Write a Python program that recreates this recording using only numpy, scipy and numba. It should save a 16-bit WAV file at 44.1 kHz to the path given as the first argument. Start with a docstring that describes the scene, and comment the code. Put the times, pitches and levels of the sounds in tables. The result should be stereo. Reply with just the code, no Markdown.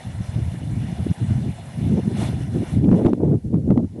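"""Open field beside irrigation pipework, about four seconds: gusty wind, made of moving-filtered noise,
buffets the right microphone port from the start, over the faint hiss of air from a pipe mouth and a soft hush.
A first spit comes at 1.3 s; past 2.2 s the rush, coloured noise on several paths, swells briefly, and gusts
reach the left port. From 2.8 s the rush spits twice more and dies away, while the hardest wind slaps,
short swings of pressure, overload the right port."""
import sys
import numpy as np
from scipy import signal
from scipy.fft import rfft, irfft
from scipy.io import wavfile
from scipy.ndimage import uniform_filter1d
from numba import njit

SR = 44100
rng = np.random.default_rng(int(sys.argv[2]) if len(sys.argv) > 2 else 0)


def pcm_store(signal):
    """Save signal as 16-bit PCM."""
    levels = np.round(np.clip(np.atleast_2d(signal), -1, 1) * 32767)
    wavfile.write(sys.argv[1], SR, levels.astype(np.int16).T)


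def voltage_ratio(decibels):
    """Convert decibels (scalar or array-like) to amplitude ratios, 20 dB per decade."""
    exponent = np.asarray(decibels, float) / 20
    return 10 ** exponent


N = 176400  # samples: 4 s


def rms_one(x):
    """Scale to an rms (average strength) of 1."""
    return x / np.sqrt(np.mean(x ** 2) + 1e-20)


def in_time(rows):
    """Turn table columns into curves with one value a sample; the first column is time in seconds."""
    s, *columns = np.transpose(rows)
    return [np.interp(np.arange(N) / SR, s, c) for c in columns]


def bandpass(x, low_hz, high_hz, order=2):
    """Keep only the sound between two frequencies."""
    return signal.sosfilt(signal.butter(order, [low_hz, high_hz], "band", fs=SR, output="sos"), x)


def drift(corner_hz):
    """Slow random wandering with spread 1: noise smoothed twice, made at a 20th of the sample rate."""
    r = np.exp(-2 * np.pi * corner_hz * 20 / SR)
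    white = rng.standard_normal(N // 20 + 4002)
    slow = signal.lfilter([1], [1, -2 * r, r * r], white)[4000:]  # skip the filter's start
    return np.interp(np.arange(N) / 20, np.arange(len(slow)), rms_one(slow - slow.mean()))


@njit
def moving_lowpass(x, pole, count):
    """A chain of one-pole low-passes whose corner moves."""
    y, state = np.empty_like(x), np.zeros(count)
    for i in range(len(x)):
        v = x[i]
        for k in range(count):
            state[k] += (1 - pole[i]) * (v - state[k])
            v = state[k]
        y[i] = v
    return y


def coloured(colour, patchy_db, channels):
    """Noise in third-octave bands, each flickering on its own and a little with all the others."""
    edges = 40 * 2 ** np.arange(0, 8.6, 1 / 3)  # Hz
    out, together = 0, drift(6.0)
    white = rng.standard_normal((2, channels, N))  # neighbouring bands take turns
    hz_points, db_points = np.transpose(colour)
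    for k, (low, high) in enumerate(zip(edges, edges[1:])):
        band = bandpass(white[k % 2], low, high)
        level_db = np.interp(np.log(low * high) / 2, np.log(hz_points), db_points)
        flicker = 0.38 * together + drift(18.3)
        out = out + band * voltage_ratio(level_db + patchy_db * flicker)
    return out


def wind(rows, cut_hz, order):
    """Lumpy turbulence on one port; faster eddies sound brighter."""
    lumps_db, lump_corner_hz, pitch_wander_oct = 2.5, 22, 0.12
    level_db, rate = in_time(rows)
    lump = drift(lump_corner_hz)
    wander = 0.5 * lump + drift(lump_corner_hz)  # stronger lumps also tend to be brighter
    corner = np.clip(rate, 60, 900) * 2 ** (1 + pitch_wander_oct * wander)
    # noise between two moving corners
    eddies = moving_lowpass(rng.standard_normal(N), np.exp(-2 * np.pi * 0.99 * corner / SR), count=6)
    eddies = eddies - moving_lowpass(eddies, np.exp(-2 * np.pi * 0.48 * corner / SR), count=1)
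    eddies = signal.sosfilt(signal.butter(order, cut_hz, "high", fs=SR, output="sos"), eddies)
    eddies = eddies * voltage_ratio(lumps_db * lump)
    # divide by the strength over a short moment, so that the table sets the level
    power = uniform_filter1d(uniform_filter1d(eddies ** 2, size=1600), size=1600)
    return voltage_ratio(level_db) * eddies / np.sqrt(power + 1e-12)


def slaps(gusts):
    """Each strong eddy is a short, pointed swing of pressure that takes over from the smaller ones."""
    # strongest single eddies on the right port: (time [s], peak [dB], pitch [Hz])
    strong_eddies = [(0.208, -9.5, 152), (0.294, -10.5, 99), (0.364, -4, 124), (0.929, -9, 158),
                     (1.068, -6, 286), (1.103, -4.5, 122), (1.114, -1, 146), (1.218, -7.5, 135),
                     (1.31, -3.5, 164), (1.9406, 0, 165), (2.079, 0, 180), (2.8916, 2.5, 170),
                     (2.9157, 1.5, 260), (2.928, 3.5, 190), (2.9438, 2.5, 165), (3.0501, 1.5, 280),
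                     (3.0621, 2, 300), (3.0677, 4, 260), (3.1335, 3, 290), (3.5437, 2, 185),
                     (3.706, 5.5, 180), (3.7768, 3, 240), (3.2305, -2.5, 260), (3.235, -1, 392),
                     (3.34, -6, 334), (3.679, -4.5, 293), (3.761, -9, 376)]
    bell_cycles, pointed, calm, soft_top = 0.8, 0.12, 0.85, 1.1
    t, out, rest = np.arange(N) / SR, np.zeros(N), np.ones(N)
    for s, peak_db, hz in strong_eddies:
        cycles = (t - s) * hz
        bell = np.exp(-(cycles / bell_cycles) ** 2)
        swing = (1 - pointed) * np.cos(2 * np.pi * cycles) + pointed * np.cos(4 * np.pi * cycles)
        out += voltage_ratio(peak_db) * bell * swing
        rest *= 1 - calm * bell
    return out + rest * soft_top * np.tanh(gusts / soft_top)  # the smaller eddies are gently limited


def ragged(pressure):
    """Strong swings tear off fine turbulence that grows with the square of the pressure."""
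    fine_db, fine_hz = -31.5, 740  # dB at a pressure of 1
    fine = bandpass(rng.standard_normal(N), fine_hz / 1.74, fine_hz * 1.29)
    return pressure + voltage_ratio(fine_db) * rms_one(fine) * pressure ** 2


def right_wind():
    """Turbulence presses on the right port, with single slaps and ragged fine noise."""
    # wind on the right port, before limiting and slaps: (time [s], level [dB], eddies passing [per s])
    right_gusts = [(0.0, -56, 64), (0.04, -36.5, 120), (0.07, -18, 104), (0.11, -29.5, 95),
                   (0.21, -16.5, 61), (0.26, -34, 64), (0.29, -29, 26), (0.32, -29, 73), (0.37, -16.5, 151),
                   (0.47, -14.5, 43), (0.56, -25, 118), (0.77, -15, 103), (0.93, -23.5, 133),
                   (0.96, -27.5, 64), (1.0, -12.5, 136), (1.04, -19.5, 87), (1.11, -17, 172),
                   (1.14, -46, 120), (1.15, -51, 76), (1.22, -10, 160), (1.27, -19, 79), (1.31, -9.5, 103),
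                   (1.45, -18.5, 122), (1.5, -15, 110), (1.54, -30.5, 91), (1.74, -30, 90),
                   (1.79, -16, 130), (1.94, -9.5, 136), (1.995, -13.5, 246), (2.01, -18, 89),
                   (2.08, -16, 132), (2.11, -21, 210), (2.15, -14.5, 141), (2.49, -19, 119),
                   (2.52, -21.5, 133), (2.56, -11, 184), (2.63, -16, 164), (2.69, -42, 68),
                   (2.74, -12, 108), (2.8, -12.5, 136), (2.93, -1.5, 195), (3.0, -15, 310), (3.06, -6, 236),
                   (3.13, -15, 243), (3.17, -22.5, 200), (3.23, -10, 230), (3.35, -7.5, 183),
                   (3.38, -16, 107), (3.41, -52, 220), (3.46, -12.5, 146), (3.5, -23.5, 170),
                   (3.55, -6, 175), (3.63, -20.5, 160), (3.72, -4, 190), (3.752, -15.5, 194),
                   (3.78, -10, 244), (3.818, -16.5, 157), (3.85, -11.5, 153), (3.89, -31.5, 71),
                   (3.99, -24.5, 263)]
    return ragged(slaps(wind(right_gusts, cut_hz=86.8, order=4)))


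def left_wind():
    """Turbulence presses on the left port, without slaps."""
    # wind on the left port: (time [s], level [dB], eddies passing [per s], under 60 counts as 60)
    left_gusts = [(0, -42, 110), (1.7, -72, 77), (1.8, -47, 49), (2.12, -56, 41), (2.32, -22, 116),
                  (2.46, -35.5, 166), (2.58, -26.5, 154), (2.66, -31, 79), (2.78, -13.5, 170),
                  (2.89, -32, 91), (2.97, -31, 65), (3.2, -53, 85), (3.34, -34, 39), (3.39, -42, 58),
                  (3.46, -24, 47), (3.52, -42, 43), (3.58, -23.5, 54), (3.64, -40, 82), (3.86, -34, 29),
                  (3.9, -56, 46), (4, -36, 130)]
    return wind(left_gusts, cut_hz=94, order=2)


def rush():
    """Air from the pipe mouth arrives by several short paths, and scattered."""
    # level of the rush, as treble on the left port: (time [s], level [dB])
    rush_level = [(0.0, -47.5), (1.26, -47), (1.31, -45.5), (1.44, -48), (2.14, -46.5), (2.215, -34),
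                  (2.36, -46), (2.42, -44.5), (2.49, -50), (2.57, -45.5), (2.65, -44), (2.73, -44.5),
                  (2.81, -56), (2.84, -54), (2.89, -54.5), (2.97, -47), (3.03, -51.5), (3.07, -48),
                  (3.11, -56), (3.2, -61.5), (3.31, -59), (3.4, -66), (3.99, -63.5)]
    # colour of the rush before its paths, relative: (frequency [Hz], level [dB per Hz])
    rush_colour = [(60, 0.5), (190, 21), (320, 5), (480, 4.5), (690, 11), (920, 5), (1150, 1), (1800, 2.5),
                   (2900, -1), (3900, 0), (4900, -8.5), (6500, -3), (10500, -13), (12500, -2.5)]
    # paths to the left port, direct and off slab and steelwork: (delay [ms], signed relative share)
    left_paths = [(0.912, 0.09), (1.092, 0.31), (1.328, 0.2), (1.504, 0.08), (1.612, -0.09), (2.38, 0.08),
                  (2.468, 0.16), (2.596, -0.14), (2.708, 0.1), (3.064, 0.08)]
    # the band that the right port favours: centre [Hz], width [Hz], boost [dB]
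    right_peak = (1800, 170, 4.5)
    patchy_db, grain_db, grain_corner_hz = 2, 0.5, 180.0
    left_paths_db, right_delay_ms, scattered_db = 6, 1, -5

    level_db, = in_time(rush_level)
    grain = voltage_ratio(grain_db * drift(grain_corner_hz))
    jet, *scattered = coloured(rush_colour, patchy_db, channels=3) * grain
    hz = np.fft.rfftfreq(N, 1 / SR)

    def late(ms):
        """A delay, as a turn of phase at each frequency."""
        return np.exp(-2j * np.pi * hz * ms / 1000)

    left = voltage_ratio(left_paths_db) * sum(share * late(ms) for ms, share in left_paths)
    right = late(right_delay_ms)
    heard = rfft(jet) * np.array([left, right]) + voltage_ratio(scattered_db) * rfft(np.array(scattered))
    peak_hz, width_hz, peak_db = right_peak
    heard[1] *= voltage_ratio(peak_db * np.exp(-((hz - peak_hz) / width_hz) ** 2))
    heard = irfft(heard, N)
    left_treble = bandpass(heard[0], 1200, 11500, order=4)
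    return voltage_ratio(level_db) * heard / left_treble.std()


def spits():
    """As the flow breaks up it spits: short bursts of noise in a broad resonance, alike on both ports."""
    # spits: (time [s], level at the height of the burst [dB], pitch [Hz], length [s])
    bursts = [(1.308, -49, 1500, 0.017), (2.844, -46.5, 3120, 0.011), (3.063, -46, 3550, 0.01)]
    t, out = np.arange(N) / SR, np.zeros(N)
    for s, peak_db, hz, length in bursts:
        band = bandpass(rng.standard_normal(N), hz / 1.4, hz * 1.08)
        bell = np.exp(-((t - s) / length * 2) ** 2)
        out += voltage_ratio(peak_db) * rms_one(band) * bell
    return out


def hush():
    """The far field is a steady, faintly flickering noise, separate on each port."""
    # colour of the far field, relative: (frequency [Hz], level [dB per Hz])
    hush_colour = [(60, 26), (250, 20.5), (450, 21), (750, -1), (1200, -6), (4000, 6), (12500, 6.5)]
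    hush_db, patchy_db = -58.5, 1.5
    return voltage_ratio(hush_db) * rms_one(coloured(hush_colour, patchy_db, channels=2))


def scene():
    """Wind on each port (left, right) over the rush, its spits and the hush."""
    return np.array([left_wind(), right_wind()]) + rush() + spits() + hush()


def top_cut(x):
    """Nothing passes above the cut-off."""
    return signal.sosfilt(signal.butter(12, 12100, fs=SR, output="sos"), x)


def record(dry):
    """The top of the treble is cut and overloaded peaks are clipped flat."""
    cutoff_hz = 12250  # 60 dB down from here up
    cut = signal.sosfilt(signal.cheby2(14, 60, cutoff_hz, fs=SR, output="sos"), dry)
    return top_cut(np.clip(cut, -1, 1))


dry = scene()
out = record(dry)
pcm_store(out)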